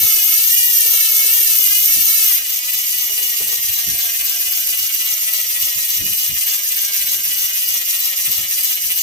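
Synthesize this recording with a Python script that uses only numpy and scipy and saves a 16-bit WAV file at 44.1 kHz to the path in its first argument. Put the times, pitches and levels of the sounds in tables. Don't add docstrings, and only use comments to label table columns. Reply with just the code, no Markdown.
import sys
import numpy as np
from scipy import signal
from scipy.fft import rfft, irfft
from scipy.io import wavfile
from scipy.ndimage import uniform_filter1d

SR = 44100
rng = np.random.default_rng(int(sys.argv[2]) if len(sys.argv) > 2 else 0)


def wrap_up_sound(samples):
    columns = np.atleast_2d(samples).T
    tamed = np.clip(columns, -1, 1)
    steps = np.round(tamed * 32767).astype(np.int16)
    wavfile.write(sys.argv[1], SR, steps)


def nominal_scale(level):
    x = np.asarray(level, float) / 20
    return 10 ** x


N = 397782

TEETH, FIRST_TOOTH_S = 60, 2.8
RUNOUT = [(1, .0054, 1.7), (2, .0016, 1.5)]
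# f/Hz, level/dB per Hz
WHEEL_COLOUR = [(150, -14), (450, 3), (1050, 3.5), (1300, 5.5), (1500, -2), (1900, 13.5), (3300, 15.5),
                (4400, 10.5), (6500, -73.5), (9000, -37.5), (11300, -41.5), (12000, -30.5), (15300, -34),
                (16500, -95)]
# f/Hz, width/Hz, left level/dB, right level/dB
WHEEL_MODES = [(689.3, 10, 18, 19), (1594, 84, 11.5, 15.5), (1907, 160, 14.5, 16), (2192, 48, 19.5, 13),
               (2504, 85, 20, -21), (2903, 132, 25, 27), (3477, 61, 12, 5.5), (4000, 83, 12, 22),
               (4546, 99, -26, 9.5), (4963, 147, -16.5, -5), (5789, 33, -47, -32.5), (6100, 19, -50, -54.5),
               (5900, 140, -51, -62), (8350, 85, -51, -33), (8797, 284, -37, -45), (10170, 630, -40, -44.5),
               (12300, 85, -22, -33.5), (12800, 150, -22, -28), (13900, 110, -27, -36)]
# f/Hz, level/dB
KNOCK_BAND = [(300, -11), (480, -6), (600, 3), (900, -4), (1150, 2), (5000, 1), (6300, -1), (9000, -25)]
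RATTLE_BAND = [(1500, -85), (4300, -72), (5100, -36), (5800, -6), (6500, 0), (7500, 0), (9000, -20)]
SIZZLE_BAND = [(4500, -75), (6000, -30), (7500, -8), (8500, 0), (16000, 0)]
# f/Hz, level/dB per Hz
RUMBLE_COLOUR = [(25, -58), (50, -2.5), (100, 0.5), (160, -6), (250, -20), (500, -45)]
FLUTTER_COLOUR = [(100, -38), (190, -4.5), (300, -8), (450, -19), (800, -29)]
# t/s, peak level/dB, length/s, left over right/dB
BUMPS = [(0.027, -44, 0.21, -4), (0.87, -36, 0.032, -4), (0.943, -37, 0.042, 2), (1.22, -42, 0.12, -3),
         (3.114, -35, 0.028, -6), (3.19, -37.5, 0.075, 4), (3.42, -33, 0.026, -2), (3.478, -37, 0.068, -4),
         (3.534, -47, 0.039, 14), (5.923, -65, 0.045, 1.0), (7.155, -52, 0.048, -18)]
# f/Hz, level/dB per Hz
BUMP_COLOUR = [(150, -17), (300, -3.5), (450, 8.5), (650, -2), (1100, -6), (2000, -8.5)]
STREET_COLOUR = [(60, -12), (150, -3), (400, 0), (800, -6), (1200, -16), (3000, -34)]
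STREET_DB = -62
COAST_S, COAST_PER_S, DRAG_PER_S2, EASING_PER_S3 = 2.7, 247.1, 12.504, .308
# t/s, extra teeth/(1/s)
HAND = [(0, 160), (.24, 141.5), (.4, 169), (.56, 204.6), (.64, 204), (1.12, 168), (1.2, 168), (1.28, 175.6),
        (1.36, 203), (1.68, 147), (1.84, 164.8), (1.92, 188.5), (2, 197), (2.24, 180.7), (2.28, 164.6),
        (2.48, 11), (2.56, 0)]
FULL_HAND_PER_S = 133
# coasting level/dB, gain when driven/dB, share of each jolt
COAST_DB = [-29.5, -20, -21]
DRIVEN_DB = [2.5, 3.5, 7]
JOLT_SHARE = [0.65, 0.9, 1.5]
# times a turn, level/dB, strongest tooth
KNOCK_RING = [(1, 2, 50.1), (4, 1.05, 6.2), (5, 3.7, 9.6)]
RATTLE_RING = [(1, 1.24, 48.4), (2, 2, 23.2), (3, 0.15, 7.1), (4, 0.88, 1.4), (5, 0.81, 0.32),
               (7, 0.54, 0.61), (8, 0.44, 8.9)]
SIZZLE_RING = [(1, 2.1, 35.5), (2, 2, 28), (3, 2.2, 20), (4, 0.24, 1.6), (5, 2.9, 8.4), (6, 2, 5.5),
               (7, 1.3, 1.9)]
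SHOWN, SHOWN_PER_S, SHOWN_DRIVEN = 0.58, 0.054, 0.033
# t/s, level/dB, length/s
JOLTS = [
    (2.43, -5.5, 0.028),
    (2.5, -0.5, .012),
    (2.516, -1.5, 0.012),
    (2.582, 1, 0.013),
    (2.63, -2.5, 0.032),
]
# t/s, wander/us, length/s
JERKS = [
    (0, 45, .04),
    (.33, 45, .06),
    (.65, 42, .06),
    (.93, 85, .07),
    (1.37, 85, .06),
    (1.98, 95, .05),
    (2.41, 260, .09),
]
LOOSE_US, LOOSER_US_PER_S = 20, .8
# t/s, rumble level/dB, length/s, flutter over rumble/dB, left over right/dB
GUSTS = [(0.036, -41, 0.017, -5, 28), (1.884, -55, 0.09, -47, 47), (1.983, -49, 0.029, 1, 22),
         (2.122, -58, 0.02, -17, 16), (2.35, -67, 0.077, -10, 15), (2.75, -59, .025, -10, 4),
         (2.99, -60, 0.068, -23, -14), (3.446, -49.5, 0.023, 2, 14), (3.685, -47, 0.058, -9, 28),
         (3.909, -37.5, 0.025, 2, 45), (4.095, -60, 0.14, -17, 29), (4.5, -66, 0.12, -16, 26),
         (4.822, -55.5, .05, -16, 24), (5.486, -54, .025, -28, 22), (5.636, -47, 0.011, -20, 23),
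         (5.782, -43, 0.016, -14, 30), (6.043, -40, 0.054, -1.5, 46), (6.321, -39.5, 0.03, -11, 36),
         (7.077, -51, 0.089, 1, -22), (7.298, -58, .12, -15, 12), (7.757, -58, 0.089, -30, 23),
         (8.3, -41.5, 0.013, -7, 32), (8.407, -44, 0.033, -8, 27), (8.865, -55.5, 0.048, -3, 25)]
CALM_DB, CALM_FLUTTER_DB = -68, -10
LEFT_DB, LEFT_DRIVEN_DB = .5, -0.1


def evened(x):
    return x / np.sqrt(np.mean(x ** 2) + 1e-20)


def read(points, hz):
    f, value = np.transpose(points)
    return np.interp(np.log(hz + 1), np.log(f + 1), value)


def swell(s, length):
    t = np.arange(0, N + 32, 32) / SR
    return np.exp(-.5 * ((t - s) / length) ** 2)


def fine(steps):
    return np.repeat(steps, 32, axis=-1)[..., :N]


def wander(steps, size):
    return evened(uniform_filter1d(uniform_filter1d(steps, size), size))


def split(pan_db):
    left = 1 / (1 + nominal_scale(-np.asarray(pan_db)) ** 2)
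    return 2 * np.sqrt([left, 1 - left])


def air(colour, same, lumpy_db):
    a, b, *lumps = rng.standard_normal((4, N))
    lumps = evened(uniform_filter1d(uniform_filter1d(lumps, 900), 900))
    right = same * a + np.sqrt(1 - np.clip(same, 0, 1) ** 2) * b
    pair = np.array([a, right]) * nominal_scale(lumpy_db * lumps)
    gain = nominal_scale(read(colour, np.fft.rfftfreq(N, 1 / SR)))
    return evened(irfft(rfft(pair) * gain, N))


def causal(gain):
    size = len(gain) - 1
    log_gain = np.log(np.r_[gain, gain[-2:0:-1]])
    response = np.fft.ifft(np.exp(np.conj(signal.hilbert(log_gain)))).real
    return response[:size] * np.hanning(2 * size)[size:]


def wheel(band):
    hz = np.fft.rfftfreq(8192, 1 / SR)
    modes = 0
    for f, width, left_db, right_db in WHEEL_MODES:
        peak = nominal_scale([[left_db], [right_db]]) ** 2
        modes = modes + peak / (1 + (2 * (hz - f) / width) ** 2) ** 2.264
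    gain = np.sqrt(nominal_scale(read(WHEEL_COLOUR, hz)) ** 2 + modes) * nominal_scale(read(band, hz))
    return np.array([causal(g) for g in gain])


def scattered(x, turn, t60, direct, flat, count):
    t = np.arange(2048) / SR
    low = signal.sosfiltfilt(signal.butter(4, 780, fs=SR, output="sos"), x)
    echoes = rng.standard_normal((count, 2, len(t))) * nominal_scale(-60 * t / t60)
    out = np.zeros((2, N))
    for k, paths in enumerate(rfft(echoes)):
        paths = irfft(paths / abs(paths) ** flat)
        paths /= np.linalg.norm(paths, axis=1, keepdims=True)
        away = ((turn * count - k + count / 2) % count) - count / 2
        facing = np.cos(np.pi / 2 * np.clip(away, -1, 1))
        out += signal.oaconvolve(((x - low) * facing)[None], paths, axes=1)[:, :N]
    return out + signal.oaconvolve(low[None], paths, axes=1)[:, :N] + direct * x


def rotation():
    t = np.arange(N) / SR
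    hand = np.interp(t, *np.transpose(HAND))
    coast = t - COAST_S
    rate = COAST_PER_S - DRAG_PER_S2 * coast + EASING_PER_S3 * coast ** 2 + hand
    teeth = np.cumsum(rate) / SR
    teeth -= teeth[round(FIRST_TOOTH_S * SR)]
    spin = teeth / TEETH - np.cumsum(hand) / SR / TEETH
    driven = np.clip(hand / FULL_HAND_PER_S, 0, 1)
    return teeth, spin, driven


def pawl_strikes(teeth):
    turn, t = teeth / TEETH, np.arange(N) / SR
    jerks = fine(sum(us * swell(s, length) for s, us, length in JERKS))
    loose_us = LOOSE_US + LOOSER_US_PER_S * t + jerks
    teeth = teeth + sum(share * TEETH / (2 * np.pi * n) * np.sin(2 * np.pi * n * turn + phase)
                        for n, share, phase in RUNOUT)
    tooth = np.arange(np.ceil(teeth[0]), teeth[-1])
    early, size, chatter_size = rng.standard_normal((len(tooth), 3)).T
    at = np.interp(tooth, teeth, np.arange(N))
    off_beat = .75 * wander(early, size=5) + .04 * early
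    at = at + SR * 1e-6 * loose_us[at.astype(int)] * off_beat
    whole = np.clip(at.astype(int), 0, N - 2)
    knocks, bursts = np.zeros((2, N))
    blow = nominal_scale(1.3 * wander(size, size=5) + .05 * size)
    knocks[whole] = blow * (1 - at % 1)
    knocks[whole + 1] = blow * (at % 1)
    bursts[whole] = nominal_scale(2.9 * chatter_size)
    fade = np.exp(-1 / (0.0012 * SR))
    chatter = evened(signal.lfilter([1], [1, -fade], bursts)) + .95
    return knocks, chatter


def freehub():
    teeth, spin, driven = rotation()
    coast = np.arange(N) / SR - COAST_S
    shown = (1 - driven) * (SHOWN + SHOWN_PER_S * coast) + driven * SHOWN_DRIVEN

    def around(ring):
        return nominal_scale(shown * sum(db * np.cos(2 * np.pi * n * (teeth - top) / TEETH) for n, db, top in ring))

    jolt_db = fine(sum(db * swell(s, length) for s, db, length in JOLTS))
    knocks, chatter = pawl_strikes(teeth)
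    knock = knocks * around(KNOCK_RING)
    rattle = chatter * rng.standard_normal(N) * around(RATTLE_RING)
    sizzle = chatter * rng.standard_normal(N) * around(SIZZLE_RING)
    layers = [(scattered(knock, spin, t60=0.036, direct=0.12, flat=1.0, count=8), KNOCK_BAND),
              (scattered(rattle, spin, t60=0.047, direct=0.075, flat=0.94, count=4), RATTLE_BAND),
              (scattered(sizzle, spin, t60=.004, direct=.1, flat=1, count=5), SIZZLE_BAND)]
    out = np.zeros((2, N))
    for k, (x, band) in enumerate(layers):
        sound = signal.oaconvolve(x, wheel(band), axes=1)[:, :N]
        steady = np.sqrt(uniform_filter1d((sound ** 2).mean(0), SR // 2) + 1e-12)
        level_db = COAST_DB[k] + DRIVEN_DB[k] * driven + JOLT_SHARE[k] * jolt_db
        out += nominal_scale(level_db) * sound / steady
    return out * nominal_scale(np.outer([.5, -.5], LEFT_DB + LEFT_DRIVEN_DB * driven))


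def yard():
    t, bumps = np.arange(0, N + 32, 32) / SR, 0
    for s, peak_db, length, pan_db in BUMPS:
        u = np.maximum(t - s + 0.021, 0) / (0.5 * length)
        bump = u * np.exp(1 - u)
        bumps = bumps + nominal_scale(peak_db - 4.0) * split(pan_db)[:, None] * bump
    street = nominal_scale(STREET_DB) * air(STREET_COLOUR, same=1.0, lumpy_db=-2.0)
    return fine(bumps) * air(BUMP_COLOUR, same=0.43, lumpy_db=2.5) + street


def wind():
    rumble, flutter = nominal_scale(CALM_DB), nominal_scale(CALM_DB + CALM_FLUTTER_DB)
    for s, rumble_db, length, flutter_db, pan_db in GUSTS:
        gust = nominal_scale(rumble_db) * split(pan_db)[:, None] * swell(s, length)
        rumble = rumble + gust
        flutter = flutter + nominal_scale(flutter_db) * gust
    low = fine(rumble) * air(RUMBLE_COLOUR, same=0.13, lumpy_db=4)
    return low + fine(flutter) * air(FLUTTER_COLOUR, same=0.3, lumpy_db=4.5)


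def scene():
    return freehub() + yard() + wind()


def darken_gaps(x):
    hz, _, z = signal.stft(x, SR, nperseg=2048, noverlap=1536)
    near = uniform_filter1d(abs(z) ** 2, size=3, axis=1)
    near = uniform_filter1d(near, size=3, axis=2) + 1e-16
    under_db = 10 * np.log10(uniform_filter1d(near, size=29, axis=1) / near)
    in_range = (hz > 750) & (hz < 5600)
    cut_db = np.clip(1.3 * (under_db - 7), 0, 24) * in_range[:, None]
    return signal.istft(z / nominal_scale(cut_db), SR, nperseg=2048, noverlap=1536)[1][:, :N]


def low_pass(x):
    return signal.sosfilt(signal.butter(12, 16510, fs=SR, output="sos"), x)


def record(dry):
    mix = np.clip(darken_gaps(dry), -1, 1)
    return low_pass(mix)


dry = scene()
out = record(dry)
wrap_up_sound(out)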